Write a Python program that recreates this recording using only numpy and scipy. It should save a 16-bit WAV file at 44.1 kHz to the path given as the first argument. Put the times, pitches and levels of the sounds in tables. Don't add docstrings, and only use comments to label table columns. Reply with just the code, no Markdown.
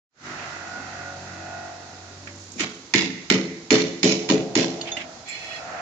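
import sys
import numpy as np
from scipy import signal
from scipy.fft import rfft, irfft
from scipy.io import wavfile
from scipy.ndimage import uniform_filter1d

SR = 44100
rng = np.random.default_rng(int(sys.argv[2]) if len(sys.argv) > 2 else 0)


def pcm_store(signal):
    levels = np.round(np.clip(np.atleast_2d(signal), -1, 1) * 32767)
    wavfile.write(sys.argv[1], SR, levels.astype(np.int16).T)


N = 256220
TIME, BINS = np.arange(N) / SR, np.fft.rfftfreq(N, 1 / SR)
AGE = np.arange(SR) / SR


# start in seconds, force in dB, squareness as
# brightness in dB per octave, then the relative levels in dB of wash, wedge clang and concrete knock.
BLOWS = [(2.596, -23, -2, -3.5, -17, -14), (2.938, -13, 2, -7.5, -4.5, -16.5),
         (3.3008, -12, 1, -12.5, -8.5, -15.5), (3.7061, -12.5, 0.65, -5, -13, -13),
         (4.0305, -14.5, 3.5, -4.5, -21, -19.5), (4.2893, -22, 2.5, -17.5, -21.5, -4.5),
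         (4.2993, -16, 0, -14.5, -35.5, -11), (4.553, -16, 2.5, -8, -13, -13)]

def hammering(loose_tilt=-19.5, tight_tilt=6.5, full_force_db=-13, take_up=0.48):
    out, slack = np.zeros((2, N)), 1
    for start, force_db, square, wash_db, clang_db, knock_db in BLOWS:
        spot_db = struck_spot()
        tilt = tight_tilt + (loose_tilt - tight_tilt) * slack
        crack_db = -0.55 + 0.37 * square
        boom_db = 4 + 0.24 * tilt
        steel = wedge_crack(square, spot_db) + amp(clang_db) * wedge_clang()
        wash = slab_wash(square, spot_db, hold_s=0.041 + 0.0089 * square)
        concrete = knock(hz=955, width_hz=400, t60=0.054, room_db=-7.5)
        blow = amp(crack_db) * steel + amp(wash_db) * wash + amp(knock_db) * concrete
        blow += amp(boom_db) * panel_boom(tilt)
        add(out, start, amp(force_db) * blow + amp(tilt - 38) * head_ring(spread_db=3))
        slack *= 1 - min(take_up * amp(force_db - full_force_db) ** 2, 1)
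    return out


# frequency in Hz, level in dB.
WEDGE_MODES = [(1400, -7), (1880, 0), (2350, 1), (2940, -1.5), (3580, -1.5), (4300, 0), (5175, -3),
               (5900, -8.5), (6950, -5)]
# echo delay in seconds, level in dB.
EARLY_ECHOES = [(.0128, -4), (.0212, -2), (.0235, -8), (.0305, -11), (.0375, -9), (.0445, -9)]

def wedge_crack(bright, spot_db, width_hz=380, detune=0.01):
    body = sum(amp(db) * resonance(np.arange(len(spot_db)), f, width_hz) ** 2 for f, db in WEDGE_MODES)
    modes = [(f * (1 + detune * rng.uniform(-1, 1)), db + bright * np.log2(f / 3000))
             for f, db in WEDGE_MODES]

    def burst(tilt):
        return diffuse(lambda hz: amp(tilt_db(hz, tilt) + spot_db / 2) * body, SR)

    def steel(t60):
        return ring([(f, db, t60) for f, db in modes], spread_db=4) * rising(0.0011)

    out = amp(1) * burst(bright) * dying(0.036, hold_s=0.0016)
    out += amp(-7) * steel(t60=0.022) + amp(-22) * steel(t60=0.38)
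    for delay, db in EARLY_ECHOES:
        add(out, delay, amp(db) * burst(bright + 2.5) * dying(0.014, hold_s=0.001))
    return out


def wedge_clang(return_s=0.2):
    envelope = dying(0.25) + amp(-14) * dying(0.41) + amp(-23) * swell(AGE, return_s, 0.12)
    return noise_band(2080, 480, SR) * envelope


# frequency in Hz, level in dB, 60 dB decay time in seconds.
PANEL_MODES = [(118.5, -12, 0.32), (142.5, -12.5, 0.53), (169.8, -13, 1), (192.3, -4.5, 0.62),
               (234.5, -5.5, 0.28), (268.5, -2.5, 0.62), (328, -3, 0.52), (341.7, -5.5, 0.96),
               (429.7, 0, 0.63), (541, -12.5, 0.7), (632, -12, 0.29), (759, -22.5, 0.3)]

def panel_boom(tilt, delay_s=0.01374, lurch_hz=310, detune=0.01, blur_hz=20):
    t = AGE - delay_s
    lurch = swell(AGE, delay_s, 0.0026) * np.cos(2 * np.pi * lurch_hz * t)
    build = 0.36 * rising(0.0059) + np.clip(t / 0.0097, 0, 1)
    modes = [(hz * (1 + detune * rng.uniform(-1.056, 1)), db + tilt * np.log2(max(hz, 300) / 300), t60)
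             for hz, db, t60 in PANEL_MODES]

    def blurred_notes(hz):
        notes = np.sqrt(sum((amp(db) * resonance(hz, f, blur_hz)) ** 2 for f, db, _ in modes))
        return notes * resonance(hz, 260, 1200) * hz / np.hypot(hz, 70)

    room = diffuse(blurred_notes, SR) * dying(0.66)
    return amp(4) * lurch + build * (amp(-11) * ring(modes, spread_db=2) + amp(-9.5) * room)


# frequency in Hz, spectral level in dB.
WASH_SPECTRUM = [(400, -16), (750, -3), (1100, -4), (1500, -4), (2050, 1.5), (2700, 1), (4400, -2.5),
                 (5900, -6.5), (7000, -11.5), (12000, -74)]

def slab_wash(bright, spot_db, hold_s, rattle_db=3.2):
    def reflections(tilt):
        return diffuse(lambda hz: amp(at_hz(WASH_SPECTRUM, hz) + tilt_db(hz, tilt) + spot_db)
                       * hz / np.hypot(hz, 130), SR)

    near = reflections(bright) * dying(0.36, hold_s)
    far = reflections(1.8 * bright + 0.36) * dying(1.0, hold_s)
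    rattle = unit(amp(rattle_db * wander(250)))[:SR]
    return rising(0.038) * (rattle * near + amp(-12) * far)


# frequency in Hz, level in dB, 60 dB decay time in seconds.
HEAD_MODES = [(3560, 2, .16), (6580, -1, .14), (11100, -6, .13)]

def head_ring(spread_db):
    return ring(HEAD_MODES, spread_db)


# start in seconds, level in dB, pitch in Hz.
TOOL_CLINKS = [(4.813, -20, 4330), (4.812, -28.5, 2930), (4.918, -26, 3670), (4.969, -22, 2860),
               (4.968, -30, 2040), (5.014, -38, 2800)]
# start in seconds, level in dB.
HEAD_TOUCHES = [(4.815, -35), (4.918, -26)]

def tools_laid_down():
    out = np.zeros((2, N))
    for start, db, hz in TOOL_CLINKS:
        t60 = 0.045 * (3000 / hz) ** 2
        steel = ring([(hz, 0, t60)], spread_db=0)
        add(out, start, amp(db) * (knock(hz, hz / 5, t60) / 2 + steel))
    for start, db in HEAD_TOUCHES:
        add(out, start, amp(db) * head_ring(spread_db=0))
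    return out


# frequency in Hz, level at mid-slide in dB, width in Hz,
# level change along the slide in dB per second.
BAR_MODES = [(1887, -3.5, 86, 15), (2300, 0.5, 310, -23), (2610, -4, 26, 21), (2920, -14, 50, 43),
             (3360, -5, 60, -7), (4210, -3.5, 160, 9), (5090, -8.5, 61, 14), (11050, -8, 870, 6)]

def pry_bar(start_s=5.255, stop_s=5.57, rise_s=0.026, fall_db_per_s=187, sag_per_s=0.044):
    slide_s = np.clip(TIME, start_s, stop_s) - (start_s + stop_s) / 2
    steel = sum(amp(db + drift * slide_s + 2.3 * wander(14)) * noise_band(hz, width, N)
                for hz, db, width, drift in BAR_MODES)
    sagging = np.cumsum(1 - sag_per_s * slide_s)
    steel = np.array([np.interp(sagging, np.arange(N), port, period=N) for port in steel])
    grit = diffuse(lambda hz: resonance(hz, 3200, 4600), N) * amp(2 * wander(150))
    attack = np.clip((TIME - start_s) / rise_s, 0, 1)
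    level = amp(-34.5 - fall_db_per_s * np.maximum(TIME - stop_s, 0))
    shared_flare = amp(1.5 * wander(11))
    return attack * level * (shared_flare * steel / 2 + amp(-10.5) * grit)


def tap_and_ping(tap_s=2.27, ping_s=5.282):
    out = np.zeros((2, N))
    add(out, tap_s, amp(-36) * knock(hz=1900, width_hz=950, t60=0.12))
    add(out, ping_s, amp(-31) * knock(hz=7310, width_hz=62, t60=0.14))
    return out


# start in seconds, level in dB.
BOOT_STEPS = [(0.758, -42), (2.23, -46.5), (4.967, -41.5)]

def boots():
    out = np.zeros((2, N))
    for start, db in BOOT_STEPS:
        add(out, start, amp(db) * knock(hz=244, width_hz=99, t60=0.95))
    return out


# middle in seconds, level in dB, centre in Hz,
# half length in seconds.
GRIT_SCUFFS = [(0.434, -43, 2300, 0.067), (2.54, -46.5, 6760, 0.28), (2.593, -33.5, 260, 0.036),
               (2.612, -24.5, 2270, 0.021), (2.613, -29.5, 5770, 0.027), (4.887, -31.5, 2520, 0.031),
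               (5.002, -31.5, 2300, 0.037)]

def scuffs(grain_db=3):
    rubs = sum(amp(db) * swell(TIME, middle, half) * noise_band(hz, hz / 1.5, N)
               for middle, db, hz, half in GRIT_SCUFFS)
    return rubs * unit(amp(grain_db * wander(80)))


# time in seconds, then the relative
# levels in dB of hum, lower clatter and upper clatter.
FIRST_RUN_LEVELS = [(.3, -54, -52, -40.5), (.41, -55.5, -43.5, -41.5), (.5, -55.5, -48.5, -41.5),
                    (.76, -53, -44.5, -44.5), (1.04, -48, -48.5, -43.5), (1.2, -48.5, -45.5, -50.5),
                    (1.3, -46.5, -49, -47), (1.47, -47.5, -43.5, -46), (1.65, -50.5, -43, -47.5),
                    (1.79, -53.5, -48, -53), (2.1, -49, -54, -55.5), (2.41, -46.5, -63.5, -63)]
SECOND_RUN_LEVELS = [(4.25, -64, -46, -77), (4.94, -58.5, -43, -53), (5.308, -76, -54.5, -60.5),
                     (5.8, -57.5, -38, -39.5)]
# centre in Hz, width in Hz, relative level in dB.
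CLATTER_RESONANCES = [(712, 70, 0), (1435, 120, -3), (1920, 130, -7), (2620, 160, -13)]
FIRST_STROKE_HZ, SECOND_STROKE_HZ = 46.75, 43.05

def machine(waver=0.0012):
    first = machine_run(FIRST_RUN_LEVELS, FIRST_STROKE_HZ, settled_rough=0.06)
    second = machine_run(SECOND_RUN_LEVELS, SECOND_STROKE_HZ, settled_rough=0.61)
    hum_db, lower_db, upper_db, rough, stroke_hz = np.where(first[0] > second[0], first, second)
    angle = 2 * np.pi * np.cumsum(stroke_hz * (1 + waver * wander(7.3))) / SR
    out = amp(hum_db + 4) * hum(angle, rough) + whine(angle)
    out += amp(upper_db + 1) * noise_band(1300, 1300, N)
    for centre, width, db in CLATTER_RESONANCES:
        level_db = lower_db + 5 if centre < 1000 else upper_db + 4
        out += amp(level_db + db) * clatter(angle, rough, centre, width)
    return out


def machine_run(levels, loaded_hz, settled_rough, fade_db_per_s=55, loaded_db=-54):
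    start, stop = levels[0][0], levels[-1][0]
    age = np.maximum(TIME - start, 0)
    fade_db = fade_db_per_s * abs(TIME - np.clip(TIME, start, stop))
    hum_db, lower_db, upper_db = np.array(curves(levels)) - fade_db
    rough = settled_rough + (1 - settled_rough) * np.exp(-age / 0.33)
    unloaded = np.clip((loaded_db - lower_db) / 7, 0, 1)
    stroke_hz = loaded_hz + 2.5 * np.exp(-age / 0.12) + 1.2 * unloaded
    return np.array([hum_db, lower_db, upper_db, rough, stroke_hz])


# multiple of the stroke rate, relative level in dB.
HUM_OVERTONES = [(3, -0.5), (4, -2.5), (5, -5), (6, -2.5), (7, -3), (8, -6), (12, -1)]

def hum(angle, rough, flutter_db=4):
    overtones = sum(amp(db + flutter_db * wander(3.4)) * np.sin(order * angle + 2 * np.pi * rng.random())
                    for order, db in HUM_OVERTONES)
    return np.sin(2 * angle) + amp(1.5) * np.sqrt(rough) * overtones


# middle in seconds, relative level in dB, half length in seconds.
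WHINE_SWELLS = [(.74, -41.5, .09), (1.05, -41, .08), (1.55, -48, .1)]

def whine(angle, order=31, unsteady=0.3):
    level = sum(amp(db) * swell(TIME, middle, half) for middle, db, half in WHINE_SWELLS)
    flutter = 1 + unsteady * wander(20)
    port_offset = np.array([[0], [1]])
    return 2 * level * flutter * np.sin(order * angle + unsteady * wander(20) + port_offset)


def clatter(angle, rough, centre, width, flicker_db=2, throb=0.15):
    orders = round(centre / FIRST_STROKE_HZ) + np.arange(-5, 6)
    tones = sum(resonance(k * FIRST_STROKE_HZ, centre, width) * amp(flicker_db * wander(3))
                * np.sin(k * angle + port_phases(centre)) for k in orders)
    blur = diffuse(lambda hz: resonance(hz, centre, 2.5 * width) ** 1.5, N) * (1 + throb * np.cos(angle))
    return np.sqrt(1 - rough) * unit(tones) + np.sqrt(rough) * unit(blur)


# frequency in Hz, spectral level in dB.
HISS_SPECTRUM = [(25, -25.5), (60, -8), (120, -1.5), (300, -2), (500, -5.5), (1900, -11), (3000, -13.5),
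                 (4200, -7), (6500, -10), (12000, -26.5)]
# time in seconds, level in dB.
HISS_LEVELS = [(.3, -41), (2.9, -45.5), (5.8, -44)]

def site_hiss():
    level_db = curves(HISS_LEVELS)[0] + 0.4 * wander(5)
    return diffuse(lambda hz: amp(at_hz(HISS_SPECTRUM, hz)), N) * amp(level_db)


def knock(hz, width_hz, t60, room_db=-14):
    spot = amp(struck_spot())
    clack = noise_band(hz, width_hz, SR)
    body = diffuse(lambda f: resonance(f, hz, 2.7 * hz) ** 2 * spot, SR)
    envelope = rising(0.0027) * (dying(t60, hold_s=0.0017) + amp(room_db) * dying(0.32))
    return envelope * unit(clack + amp(-4) * body)


def struck_spot():
    def ripple(span_hz):
        noise = rng.standard_normal(SR // 2 + 1)
        return unit(uniform_filter1d(uniform_filter1d(noise, span_hz), span_hz))

    ripple_db = 3.3 * ripple(130) + 2.6 * ripple(35)
    return np.minimum(ripple_db, 6 * np.tanh(ripple_db / 6))


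def ring(modes, spread_db):
    return sum(amp(db + spread_db * rng.standard_normal()) * dying(t60)
               * np.sin(2 * np.pi * hz * AGE + port_phases(hz)) for hz, db, t60 in modes)


# frequency in Hz, correlation.
PORT_LIKENESS = [(100, 1), (240, 0.92), (470, 0.87), (920, .5), (1800, -0.12), (7000, 0)]

def diffuse(gain, size):
    hz = np.fft.rfftfreq(size, 1 / SR)
    left, other = rfft(rng.standard_normal((2, size)))
    like = at_hz(PORT_LIKENESS, hz)
    right = like * left + np.sqrt(1 - like ** 2) * other
    return unit(irfft(np.array([left, right]) * gain(hz), size))


def port_phases(hz):
    apart = np.arccos(at_hz(PORT_LIKENESS, hz)) / np.sqrt(2)
    return 2 * np.pi * rng.random() + apart * rng.standard_normal((2, 1))


def noise_band(centre_hz, width_hz, size):
    return diffuse(lambda hz: resonance(hz, centre_hz, width_hz) ** 2, size)


def resonance(hz, centre, width):
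    return 1 / np.sqrt(1 + ((hz ** 2 - centre ** 2) / (width * hz + 1e-9)) ** 2)


def tilt_db(hz, db_per_octave):
    return db_per_octave * np.log2(np.clip(hz, 500, 7000) / 3000)


def at_hz(points, hz):
    f, value = np.transpose(points)
    return np.interp(np.log(hz + 1), np.log(f + 1), value)


def rising(rise_s):
    return np.minimum(AGE / rise_s, 1)


def dying(t60, hold_s=0):
    return np.exp(-np.log(1000) * np.maximum(AGE - hold_s, 0) / t60)


def swell(t, middle_s, half_s):
    return np.exp(-((t - middle_s) / half_s) ** 2)


def wander(rate_hz):
    coarse = rng.standard_normal(4096)
    hz = np.fft.rfftfreq(len(coarse), N / SR / len(coarse))
    slow = irfft(rfft(coarse) * np.exp(-(hz / rate_hz) ** 2))
    return unit(np.interp(TIME, np.linspace(0, N / SR, len(slow)), slow))


def curves(rows):
    times, *columns = np.transpose(rows)
    return [np.interp(TIME, times, column) for column in columns]


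def amp(db):
    return 10 ** (np.asarray(db) / 20)


def unit(x):
    return x / np.sqrt(np.mean(x ** 2) + 1e-20)


def add(mix, start_s, sound):
    part = mix[:, round(start_s * SR):][:, :sound.shape[-1]]
    part += sound[..., :part.shape[1]]


def scene():
    work = hammering() + tools_laid_down() + boots() + tap_and_ping() + pry_bar()
    return work + machine() + site_hiss() + scuffs()


# frequency in Hz, left minus right in dB.
PORT_BALANCE = [(170, 0.5), (860, -0.5), (1460, -6.5), (2480, -7), (4220, -2.5), (7190, -12.5), (8200, 8),
                (15000, 33.5)]
# frequency in Hz, gain in dB.
RECORDER_TREBLE = [(7000, 1), (7500, -0.5), (8000, -14), (8700, -20.5), (10000, -15.5), (11200, -29.5),
                   (12500, -42.5), (15500, -46.5)]

def record(dry, fade_start_s=0.066, fade_s=0.2, gain_db=-2.5, edge_hz=15800):
    ports = amp(at_hz(RECORDER_TREBLE, BINS) + np.array([[0.5], [-0.5]]) * at_hz(PORT_BALANCE, BINS))
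    fade = np.clip((TIME - fade_start_s) / fade_s, 0, 1) ** 3.7
    heard = irfft(rfft(dry) * ports, N) * fade * amp(gain_db)
    limited = heard / (1 + heard ** 8) ** (1 / 8)
    lowpass = signal.firwin(511, edge_hz, window=("kaiser", 9), fs=SR)
    return signal.oaconvolve(limited, lowpass[None], "same")


dry = scene()
out = record(dry)
pcm_store(out)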